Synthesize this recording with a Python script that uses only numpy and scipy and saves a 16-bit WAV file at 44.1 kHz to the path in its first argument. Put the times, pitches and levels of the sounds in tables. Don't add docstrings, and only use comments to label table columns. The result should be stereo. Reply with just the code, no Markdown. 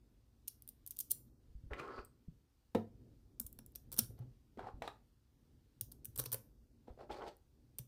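import sys
import numpy as np
from scipy import signal
from scipy.fft import rfft, irfft, next_fast_len
from scipy.io import wavfile
from scipy.ndimage import uniform_filter1d, map_coordinates

SR = 44100
rng = np.random.default_rng(int(sys.argv[2]) if len(sys.argv) > 2 else 0)


def wav_record(signal):
    frames = np.transpose(np.atleast_2d(signal))
    bounded = np.clip(frames, -1, 1)
    quanta = np.round(bounded * 32767).astype(np.int16)
    wavfile.write(sys.argv[1], SR, quanta)


def convert_level_to_amplitude(level_db):
    exponent = np.asarray(level_db, float) / 20
    return 10 ** exponent


N = 347067

# time in seconds, level in dB.
KNOCK = (2.7503, -20)
# centre in Hz, width in Hz, level in dB.
PANEL = [(241, 121, -7), (393, 100, 3), (577, 120, -1), (690, 91, -4), (1280, 210, -17)]
# frequency in Hz, left-right likeness from 0 to 1.
ALIKE = [(60, 0.94), (300, .8), (640, 0.47), (1400, 0), (4000, 0)]


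def unit(x):
    return x / np.sqrt(np.mean(x ** 2) + 1e-20)


def along(points, hz):
    f, v = np.transpose(points)
    return np.interp(np.log(hz + 1), np.log(f + 1), v)


def curves(rows):
    s, *cols = np.transpose(rows)
    return [np.interp(np.arange(N) / SR, s, c) for c in cols]


def wobble(rate):
    return map_coordinates(rng.standard_normal(int(N * rate / SR) + 4), [np.arange(N) * rate / SR])


def filtered(x, response):
    m = next_fast_len(N + SR // 2)
    return irfft(rfft(x, m) * response(np.fft.rfftfreq(m, 1 / SR)), m)[..., :N]


def modes(table):
    def response(f):
        total = 0
        for k, (centre, width, db) in enumerate(table):
            damping = 1j * f * width
            total = total + (-1) ** k * convert_level_to_amplitude(db) * damping / (centre * centre - f * f + damping)
        return total
    return response


def dull(hz):
    return 1 / (1 + 1j * hz / 2200) ** 2


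def add(track, s, sound):
    part = track[round(s * SR):][:len(sound)]
    part += sound[:len(part)]


def swing(db, hz, length, rise):
    u = np.arange(round(5 * length * SR)) / SR / length
    swell = (1 - np.exp(-u / rise)) ** 2 * np.exp(-1.6 * u)
    return convert_level_to_amplitude(db) * swell / swell.max() * np.sin(2 * np.pi * hz * length * u)


def struck(push, table, stretch):
    sound = irfft(rfft(push, 2048) * modes(table)(np.fft.rfftfreq(2048, 1 / SR) * stretch), 2048)
    return sound / np.linalg.norm(sound)


def contacts():
    # time in seconds, peak in dB, stack body in dB re peak.
    held = [(0.4802, -24.5, -21), (.622, -39, -19.5), (0.677, -34, -28), (0.689, -34.5, -17.5),
            (.864, -30, -24), (0.8747, -30, -20.5), (0.908, -30, -16.5), (0.9214, -48, -8),
            (0.989, -26.5, -20), (1.002, -25, -21), (1.0079, -24, -16.5), (1.1084, -22.5, -22),
            (1.1153, -18.5, -27.5), (1.1166, -25, -12.5), (2.049, -48, -22)]
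    # time in seconds, peak in dB, stack body and table
    # in dB re peak.
    standing_snaps = [(3.398, -27.5, -16, -29), (3.4008, -23.5, -26.5, -26.5), (3.414, -37, -28, -25),
                      (3.4647, -35.5, -21, -30), (3.5282, -36.5, -26, -40), (3.5888, -39, -9.5, -10.5),
                      (3.6623, -40, -23, -28), (3.7521, -43.5, -6, -16), (3.72, -60, -17, -31),
                      (3.7571, -31.5, -13, -20), (3.918, -34.5, -13, -15), (3.9418, -37.5, -14, -10.5),
                      (3.9648, -37.5, -12.5, -12), (3.9747, -28.5, -22.5, -22.5), (3.983, -23.5, -16, -17),
                      (3.9883, -17.5, -12.5, -36), (3.9914, -12, -16.5, -21.5), (4.19, -58, -11, -18),
                      (5.8109, -21.5, -25.5, -25.5), (5.811, -31.5, -9, -46), (5.917, -44, -14, -25),
                   (5.92, -38.5, -14, -26), (6.0465, -34.5, -18, -40), (6.0538, -31, -19, -27),
                   (6.161, -37.5, -11, -23), (6.1763, -30, -20, -17), (6.2388, -34, -13, -9.5),
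                   (6.2591, -37, -2, -5), (6.3182, -27.5, -13, -21), (6.3278, -23, -24, -28),
                   (6.3302, -23.5, -27, -28), (6.343, -25.5, -23, -36), (6.3455, -40.5, 2.5, -0.5),
                   (7.368, -53.5, -18, -29), (7.7853, -28, -20, -30.5), (7.7893, -33, -8.5, -14.5),
                   (6.147, -62, -30, -33)]
    # time in seconds, peak in dB, stack body
    # and table in dB re peak.
    further_snaps = [(.9692, -34, -15, -44.5), (0.9904, -30, -16.5, -45.5), (.9925, -43, -24, -45),
                     (1.004, -31, -15, -45), (1.0105, -45, -27, -45), (1.1005, -46, -16, -44),
                     (1.1105, -22, -23, -44.5), (1.113, -25, -16, -45), (1.1169, -19.5, -21, -31),
                     (1.121, -43, -15, -45), (1.124, -39.5, -18, -45.5), (3.9316, -45, -3, -9),
                     (3.995, -38, 7, -25), (3.999, -40, -7.5, -16.5), (5.8104, -30.5, -16, -23),
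                     (3.9897, -12, -13.5, -35), (3.9904, -21.5, -14, -29.5), (6.1837, -35, -11, -25),
                     (6.187, -27.5, -12, -19), (6.1866, -37, -18, -22), (6.188, -40, -18, -28),
                     (6.1958, -31.5, -11, -26), (6.3325, -31.5, -22, -17.5), (6.3345, -24, -20, -27),
                     (0.8679, -49, -15, -45), (0.8784, -43, -18, -45), (.9105, -40.5, -15.5, -45.5),
                     (6.2637, -37, -1, -12), (3.9669, -45, -10, -11)]
    # start in seconds, length in seconds, first and last level in dB.
    zips = [(0.476, 0.0089, -36, -28), (0.9645, 0.002, -43.5, -41.5), (0.984, 0.011, -50, -49),
            (1.008, 0.0029, -48, -31), (1.103, 0.012, -43, -46), (3.926, 0.01, -35, -46.5),
            (3.979, 0.016, -40, -23), (6.158, 0.009, -47, -43), (6.192, .0075, -26, -28),
            (6.206, 0.013, -60, -31), (6.252, 0.0099, -44, -32.5), (6.326, 0.011, -30.5, -29)]
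    zip_gap_s, zip_scatter_db, zip_body_db = 0.0026, 1.5, -11.5
    held_pass_db, zip_pass_db = -43.5, -14
    rows = [(*row, held_pass_db) for row in held] + standing_snaps
    for start, length, first_db, last_db in zips:
        gap, size = rng.standard_normal((2, 9))
        after = zip_gap_s * np.cumsum(np.exp(0.31 * gap))
        after = after - after[0]
        db = first_db + (last_db - first_db) * after / length + zip_scatter_db * size
        db[after > length] = -np.inf
        passed_db = held_pass_db if start < KNOCK[0] else zip_pass_db
        rows += [(start + a, d, zip_body_db, passed_db) for a, d in zip(after, db)]
    return rows + further_snaps


def balls():
    # centre in Hz, width in Hz, level in dB.
    steel_modes = [(9790, 2090, 6.5), (12770, 2130, 9.5), (15380, 380, -6.5)]
    # centre in Hz, width in Hz, level in dB.
    cluster_modes = [(2052, 1300, -20.5), (2700, 1100, -8.5), (3980, 1400, -2.5), (5800, 950, -0.5)]
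    # centre in Hz, width in Hz, level in dB.
    top_modes = [(252, 120, -4), (500, 120, -1), (935, 340, -6), (1500, 460, -7)]
    rattle_s, rattle_spread = 0.0016, 0.47
    tick, body, down = np.zeros((3, N))
    t = np.arange(900) / SR
    for s, db, body_db, table_db in contacts():
        chance = rng.standard_normal((5, len(t)))
        if np.isinf(db):
            continue
        length = rattle_s * np.exp(rattle_spread * chance[4, 2])
        u = t / max(length - 0.0005, 0.0002)
        impact = (1 - np.exp(-t / 0.0001)) * np.exp(-(1.3 * u) ** 0.94)
        shape = impact + convert_level_to_amplitude(-9.5) * np.exp(-u / 2.6)
        size = convert_level_to_amplitude(db) * np.sqrt(length * SR)
        stretch = np.exp(0.0045 * chance[4, :2])
        rough = shape * chance[0] * convert_level_to_amplitude(1.0 * chance[1])
        add(tick, s, size * convert_level_to_amplitude(-5.5) * struck(rough, steel_modes, stretch[0]))
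        add(body, s, size * convert_level_to_amplitude(body_db - 5.5) * struck(shape * chance[2], cluster_modes, stretch[1] ** 3))
        add(down, s, size * convert_level_to_amplitude(table_db - 8.0) * struck(shape * chance[3], top_modes, stretch[1]))
    steep = lambda f: 1j * f / (1j * f + 1500)
    return filtered(tick + body, steep), down


def rings():
    # time in seconds, peak in dB, frequency in Hz.
    ring_rows = [(0.48, -37, 6560), (0.6764, -65, 5050), (0.6895, -56, 6400), (0.8642, -48.5, 6600),
                 (0.8737, -50, 7460), (0.9078, -44, 6670), (0.9694, -49, 6800), (0.9888, -45, 7100),
                 (1.0036, -41, 7600), (1.0039, -37.5, 6540), (1.007, -37, 6600), (1.1076, -33.5, 6240),
                 (1.1154, -33.5, 6270), (3.3984, -46, 4340), (3.4006, -40, 4720), (3.466, -45.5, 6540),
                 (3.5284, -59, 7180), (3.588, -52, 4400), (3.7573, -42.5, 5500), (3.918, -48.5, 4900),
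                 (3.9234, -45.5, 4930), (3.9425, -49.5, 4430), (3.9652, -50.5, 4860), (3.9744, -45, 3470),
                 (3.9828, -32, 6400), (3.9891, -19, 5800), (3.992, -19.5, 5470), (5.8107, -39.5, 5600),
                 (5.917, -51, 4800), (6.0454, -56, 5230), (6.054, -50, 2670), (6.1601, -44, 7430),
                 (6.1768, -34.5, 8150), (6.1946, -36.5, 3800), (6.2377, -54, 5090), (6.2575, -42, 2570),
                 (6.318, -55, 5900), (6.328, -41, 7060), (6.3418, -34, 4520), (7.7877, -46.5, 4500),
                 (3.402, -56, 2630), (3.404, -56.5, 1500), (3.5905, -54.5, 1500), (3.592, -55, 2700),
                 (3.759, -58, 2500), (3.7535, -48, 4700), (5.8125, -54.5, 2400), (5.813, -60, 1400),
                 (7.79, -54, 2300), (.481, -52, 3400), (.678, -56, 3540), (1.118, -53, 3600)]
    ring_s, ring_db = 0.0015, -3
    out = np.zeros(N)
    for s, db, hz in ring_rows:
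        add(out, s, swing(db + ring_db, hz, ring_s * convert_level_to_amplitude(0.15 * (db + 44.5)), rise=0.11))
    return out


def knock():
    # frequency in Hz, level in dB, 60 dB decay time in seconds.
    board_modes = [(103, -15, 0.53), (222, 0.5, 0.13), (293, -6, 0.078), (380, -1, 0.078),
                   (477, 3.5, 0.064), (509.6, -3, 0.12), (690, -22, 0.22), (738, -18.5, 0.13),
                   (1010, -21, 0.075), (3920, -39.5, .08), (2200, -25, .07), (1376, -29.5, 0.061),
                   (1810, -25, 0.075), (248, 0, 0.052)]
    # centre in Hz, width in Hz, level in dB.
    heel = [(426, 390, 6.5), (1500, 1800, -5.5), (2300, 1200, -17.5), (3930, 590, -18.0)]
    s, size = KNOCK[0], convert_level_to_amplitude(KNOCK[1])
    touch_s = s - 0.002
    t = np.arange(SR) / SR
    ring = sum(convert_level_to_amplitude(db - 60 * t / t60) * np.sin(2 * np.pi * hz * t) for hz, db, t60 in board_modes)
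    crack = convert_level_to_amplitude(2.5 - 60 * t / 0.034) * rng.standard_normal(SR)
    jingle = convert_level_to_amplitude(-28.5 - 60 * t / 0.031) * rng.standard_normal(SR)
    out, puff = np.zeros((2, N))
    add(out, s, size * convert_level_to_amplitude(-7) * ring * (1 - np.exp(-(t / 0.0018) ** 2)))
    add(out, touch_s, size * jingle)
    add(puff, touch_s, size * crack * (1 - np.exp(-t / 0.0014)))
    return out + filtered(puff, modes(heel))


def drags():
    # start in seconds, hold in seconds, scrape in dB, grit in dB re scrape, panel in Hz.
    strokes = [(1.701, 0.025, -49, -33, 1090), (1.759, 0.05, -52, -16, 1170),
               (1.821, 0.044, -50, -25, 1090), (1.866, 0.052, -50, -26, 1250),
               (1.928, 0.052, -54, -15.5, 1190), (1.969, 0.011, -46.5, -24, 1110),
               (4.172, 0.043, -68, -13.5, 750), (4.575, 0.089, -52.5, -23.5, 760),
               (4.655, 0.022, -53, -21.5, 880), (4.82, 0.028, -52, -16, 785), (4.867, 0.0042, -66, -8, 850),
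               (6.866, 0.023, -62.5, -21.5, 650), (6.982, 0.045, -55, -21, 580),
               (7.093, 0.019, -42.5, -15.5, 770), (7.088, 0.011, -50, -27.5, 690),
               (7.132, 0.068, -51, -18.5, 820), (7.208, 0.022, -47.5, -25.5, 800),
               (7.256, 0.015, -50.5, -11.5, 690)]
    # frequency in Hz, density in dB per Hz.
    grit_spectrum = [(1180, -27), (2000, -6.5), (3840, -6.5), (4260, -3.5), (6820, -17.5), (9250, -20),
                     (11400, -32), (13200, -22), (16000, -46)]
    grip_s, lift_db_per_s = 0.0099, 611
    t = np.arange(SR // 2) / SR
    power = np.zeros(N)
    for s, hold, db, *_ in strokes:
        catch = np.clip(t / grip_s, 0, 1) ** 2
        let_go_db = lift_db_per_s * np.clip(t - grip_s - hold, 0, None)
        add(power, s, (catch * convert_level_to_amplitude(db - let_go_db)) ** 2)
    pressure = np.sqrt(power)
    grit_db, panel_hz = curves([(s + grip_s + hold / 2, *rest) for s, hold, _, *rest in sorted(strokes)])
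    grains = rng.standard_normal(N) * convert_level_to_amplitude(2 * wobble(90) + 3 * wobble(500))
    centres = np.array([698, 820, 1095, 1305])
    weights = np.exp(-(np.log(panel_hz / centres[:, None]) / 0.26) ** 2)
    weights /= np.linalg.norm(weights, axis=0) + 1e-9
    bodies = [PANEL] + [[(hz, 90, 0)] for hz in centres]
    still, *lines = filtered(grains, lambda f: np.array([modes(body)(f) * dull(f) for body in bodies]))
    moving = sum(w * unit(line) for w, line in zip(weights, lines))
    scrape = unit(still) + moving * convert_level_to_amplitude(1.0)
    clumps = rng.standard_normal(N) * convert_level_to_amplitude(2 * wobble(60) + 4 * wobble(900))
    grit = filtered(clumps, lambda hz: convert_level_to_amplitude(along(grit_spectrum, hz)))
    return pressure * (unit(scrape) + convert_level_to_amplitude(grit_db) * unit(grit))


def catches():
    # time in seconds, peak in dB,
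    # frequency in Hz, length in seconds.
    catch_rows = [(1.733, -43, 1300, 0.00094), (2.048, -53.5, 8370, 0.0021), (1.7642, -52, 2592, .0015),
                  (1.791, -41, 2200, 0.0013), (1.796, -51, 4120, 0.002), (1.801, -43.5, 2510, 0.0023),
                  (1.8914, -49, 1900, 0.0013), (1.989, -49.5, 2500, 0.0018), (1.999, -48, 1160, 0.0042),
                  (1.872, -54, 1280, 0.0052), (4.5925, -57.5, 3200, 0.0016), (4.594, -48.5, 1430, 0.0044),
                  (4.668, -60.5, 1890, 0.005), (4.821, -50.5, 3920, .002), (4.877, -40.5, 3920, 0.0018),
                  (4.879, -39.5, 1270, 0.0035), (7.112, -54.5, 3300, 0.0022), (7.118, -51, 3460, 0.0034),
                  (7.113, -53.5, 2200, .002), (7.15, -62, 3100, .002), (7.2202, -48, 1500, 0.0019),
                  (7.221, -56.5, 3100, 0.0044), (7.266, -59, 2200, .0015), (7.267, -55, 3400, .0015),
                  (7.279, -57, 3520, .002), (7.289, -61, 3180, 0.0017), (1.885, -40, 1240, 0.0057),
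                  (1.906, -49, 1220, 0.0067), (1.931, -51, 1280, .004), (1.745, -54, 2200, 0.0024),
                  (1.84, -55, 2400, .002), (4.623, -54, 1206, .002), (4.645, -54, 1400, .002),
                  (4.688, -44, 1090, .002)]
    out = np.zeros(N)
    for s, db, hz, length in catch_rows:
        add(out, s, swing(db, hz, length, rise=0.13))
    return out


def taps():
    # time in seconds, peak in dB, frequency in Hz, length in seconds, snap in dB re peak.
    tap_rows = [(1.712, -44, 460, 0.0047, -7), (1.7343, -30, 1920, 0.00075, -6),
                (1.791, -45, 1360, 0.0019, 8.5), (1.7957, -43, 1203, 0.0087, 13.5),
                (1.988, -56, 1130, 0.0025, -5), (4.106, -54, 448.4, 0.004, -10),
                (4.573, -44, 401, 0.0049, -4), (4.592, -36, 736, 0.0027, -4), (4.669, -36, 809, 0.009, -10),
                (4.8206, -32, 698, 0.0019, 4.5), (4.876, -33.5, 817, 0.0033, 6),
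                (6.343, -43, 521, 0.0086, 8), (6.882, -43, 454, 0.0027, -15.5),
                (6.976, -50, 500.0, 0.0033, -10)]
    out, snaps, rumble = np.zeros((3, N))
    t = np.arange(6000) / SR
    for s, db, hz, length, snap_db in tap_rows:
        add(out, s, swing(db, hz, length, rise=0.12))
        snap = convert_level_to_amplitude(db + snap_db - 60 * t / 0.021) * (1 - np.exp(-t / 0.0019))
        add(snaps, s, snap * rng.standard_normal(len(t)))
        add(rumble, s, convert_level_to_amplitude(db + snap_db - 5.0 - 60 * t / 0.095) * rng.standard_normal(len(t)))
    board = modes(PANEL + [(933, 190, 0.021)])
    edge = modes([(1920, 890, 3.5), (4320, 590, -14.0), (5800, 7600, -20.0)])
    snaps = filtered(snaps, lambda f: edge(f) / (1 + 1j * f / 6000))
    return out + snaps + filtered(rumble, lambda f: board(f) * dull(f))


def squeak():
    # time in seconds, level in dB.
    whistle_db = [
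        (1.9, -79),
        (1.96, -70),
        (2.02, -75.5),
        (2.08, -99),
    ]
    before, after = (whistle_db[0][0] - 0.01, -130), (whistle_db[-1][0] + 0.01, -130)
    level_db, = curves([before, *whistle_db, after])
    band = signal.butter(2, [4350, 4950], "band", fs=SR, output="sos")
    whistle = signal.sosfilt(band, rng.standard_normal(N))
    return convert_level_to_amplitude(level_db + 3 * wobble(80)) * unit(whistle)


def bumps():
    # time in seconds, peak in dB, frequency in Hz.
    thumps = [(1.498, -52, 52), (1.551, -42, 50.48), (1.6364, -43.5, 94.4), (1.6623, -45, 43.5),
              (1.714, -38.5, 59), (1.988, -44.5, 52), (2.277, -49, 48.3), (2.283, -42, 150),
              (3.403, -48, 231), (3.447, -48.5, 65), (3.5906, -53, 222), (3.9322, -52, 134),
              (3.988, -36, 222), (4.015, -43.5, 112.6), (4.0912, -45, 110), (4.1358, -55.5, 106),
              (4.198, -40, 124.6), (4.27, -55, 124), (4.577, -46.5, 249), (4.63, -51.5, 108.5),
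              (4.739, -45, 50.4), (5.8149, -49.5, 111), (6.081, -53, 104.4), (6.1815, -45, 124.3),
              (6.263, -50.5, 125.6), (6.327, -46.5, 111.5), (6.88, -51.5, 232), (6.903, -44.5, 49.1),
              (1.797, -52, 135), (7.794, -45, 126.4)]
    # frequency in Hz, length in seconds.
    swing_s = [(50, 0.016), (90, 0.009), (120, 0.041), (150, 0.011), (230, 0.014)]
    out = np.zeros(N)
    for s, db, hz in thumps:
        add(out, s, swing(db, hz, along(swing_s, hz), rise=0.11))
    return out


def ports(x, offsets):
    hz, phase, db = np.transpose(offsets)

    def response(f):
        half = convert_level_to_amplitude(np.interp(f, hz, db) / 2)
        smooth = uniform_filter1d(np.interp(f, hz, phase), size=len(f) // 40, mode="nearest")
        return np.array([half * np.exp(1j * smooth), 1 / half])
    return filtered(x, response)


def room(x):
    # frequency in Hz, 60 dB decay time in seconds.
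    decay_s = [(200, 0.32), (700, 0.24), (1400, 0.25), (3700, 0.2), (6000, .25), (10000, 0.22),
               (13500, 0.31), (16000, 0.16)]
    fade_bend = 0.97
    out, hop = np.zeros((2, N + SR)), SR // 2
    for start in range(0, N, hop):
        hz, t, z = signal.stft(rng.standard_normal((2, SR // 2)), SR, nperseg=256)
        fade = convert_level_to_amplitude(-60 * (t / along(decay_s, hz)[:, None]) ** fade_bend)
        tail = signal.istft(z * fade, SR, nperseg=256)[1]
        wet = signal.fftconvolve(x[None, start:start + hop], tail / np.linalg.norm(tail[0]), axes=1)
        out[:, start + 130:start + 130 + wet.shape[1]] += wet

    def share(hz):
        alike = np.clip(along(ALIKE, hz), 0, 1)
        return np.sqrt((1 - alike) / (1 + alike))
    mid = (out[0, :N] + out[1, :N]) / np.sqrt(2)
    side = filtered(out[0, :N] - out[1, :N], share) / np.sqrt(2)
    return np.array([mid + side, mid - side]) / np.sqrt(2)


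def rush(spectrum):
    def response(hz):
        turn = np.arccos(np.clip(along(ALIKE, hz), -1, 1)) / 2
        return convert_level_to_amplitude(along(spectrum, hz)) * [np.cos(turn), np.sin(turn)]
    mid, side = filtered(rng.standard_normal((2, N)), response)
    return unit(np.array([mid + side, mid - side]))


def patchy(x, depth_db):
    # centre in seconds, half length in seconds, depth in dB.
    clamps = [(0.335, 0.12, 1.5), (1.348, 0.06, 5), (1.235, 0.027, 5), (2.495, 0.11, 1), (3.292, 0.11, 2.5),
              (4.451, 0.074, 0.5), (5.198, 0.13, 1), (5.866, 0.045, 8), (5.996, .04, 3), (6.617, 0.14, 3),
              (7.553, 0.17, 1.5)]
    clamp_hz, clamp_octaves = 2500, 0.94
    z = signal.stft(x, nperseg=512)[2]
    field = uniform_filter1d(rng.standard_normal(z.shape[1:]), size=2, axis=0)
    field = unit(uniform_filter1d(field, size=19, axis=1))
    hz = np.fft.rfftfreq(512, 1 / SR)[:, None]
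    t = np.arange(z.shape[2]) * 256 / SR
    band = np.exp(-(np.log2((hz + 1) / clamp_hz) / clamp_octaves) ** 4)
    wide = np.exp(-(np.log2((hz + 1) / 2800) / 1.1) ** 4)
    clamp_db = band * sum(db * np.exp(-((t - s) / half) ** 4) for s, half, db in clamps)
    dropout = np.clip(3 * (field - 1.6 + 0.5 * wide + 0.2 * clamp_db), 0, 1)
    return signal.istft(z * convert_level_to_amplitude(-clamp_db - depth_db * dropout), nperseg=512)[1][:, :N]


def floor():
    # frequency in Hz, density in dB per Hz.
    low_spectrum = [(12, -45), (20, -17), (54, 1.5), (86, -8), (110, -8.5), (140, -34), (240, -120)]
    hum_spectrum = [(47, -44), (80, -15.5), (124, -2.5), (184, -16), (232, -8), (400, -18), (439, -20),
                    (900, -37.5), (1170, -75), (1980, -120)]
    hiss_spectrum = [(290, -33), (500, -9), (585, -18), (745, -12.5), (1020, -13), (1320, -13.5),
                     (2230, -17.5), (4600, -15.5), (7160, -21), (10100, -21), (11300, -23.5), (13600, -18),
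                     (15000, -25.5)]
    # time in seconds, level in dB.
    lean = [(0, -70.5), (1.95, -67), (2.65, -77), (2.94, -65.5), (3.8, -67), (4.12, -60.5), (4.4, -69),
            (4.8, -63.5), (5.15, -72), (6.16, -64.5), (6.88, -69.5), (7.1, -63.5), (7.36, -72), (7.87, -68)]
    lean_db, = curves(lean)
    lean_db = lean_db - lean_db.mean()
    sway_db = -68.5 + 0.89 * lean_db
    hum_db = -70.5 + 1.3 * lean_db
    sway = convert_level_to_amplitude(sway_db + 2.5 * wobble(12)) * rush(low_spectrum)
    hum = convert_level_to_amplitude(hum_db + 1.8 * wobble(7.5)) * rush(hum_spectrum)
    hiss = filtered(rush(hiss_spectrum), lambda hz: hz < 15200)
    return sway + hum + convert_level_to_amplitude(-81.5 + 0.56 * wobble(7.2)) * patchy(hiss, depth_db=14.5)


def scene():
    # frequency in Hz, phase in radians, level in dB.
    hand_offsets = [(0, 0, 0), (1460, -.5, 1.5), (2760, 1.4, 2.5), (5600, 2.1, -4.5), (7500, .9, .5),
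                    (16800, -8.9, -.7)]
    table_offsets = [(0, 0.5, 1.5), (150, 0.65, -1), (297.9, 0.5, 0), (988.6, 0.8, 2), (2310, 1, 4.5),
                     (6200, 1, -4.5), (12000, -0.42, -1)]
    # frequency in Hz, level in dB.
    wall_colour = [(2000, 3.5), (4500, 2), (5800, 4), (7500, 5), (10000, -3.5), (12500, -7), (14500, 0),
                   (16000, -2)]
    direct_share = 0.58
    background, soft = floor(), bumps()
    table = taps() + drags() + knock() + squeak()
    steel, passed_down = balls()
    ring = rings()
    table = table + passed_down + catches()
    near = ports(steel + ring, hand_offsets) + ports(table, table_offsets) + soft
    to_walls = convert_level_to_amplitude(-13.0) * filtered(steel, lambda hz: convert_level_to_amplitude(along(wall_colour, hz)))
    wet = room(to_walls + convert_level_to_amplitude(-21) * ring + convert_level_to_amplitude(-4.5) * table + convert_level_to_amplitude(-9.0) * soft)
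    notch = lambda f: 1 - 1.0 * 1j * f * 800 / (11450 ** 2 - f * f + 1j * f * 800)
    return direct_share * near + filtered((1 - direct_share) * near + wet + background, notch)


def band_limit(x):
    return signal.sosfilt(signal.butter(12, 16800, fs=SR, output="sos"), x)


def record(dry):
    limited = filtered(dry, lambda hz: np.clip((16950 - hz) / 1500, 0, 1) ** 1.5)
    return band_limit(limited)


dry = scene()
out = record(dry)
wav_record(out)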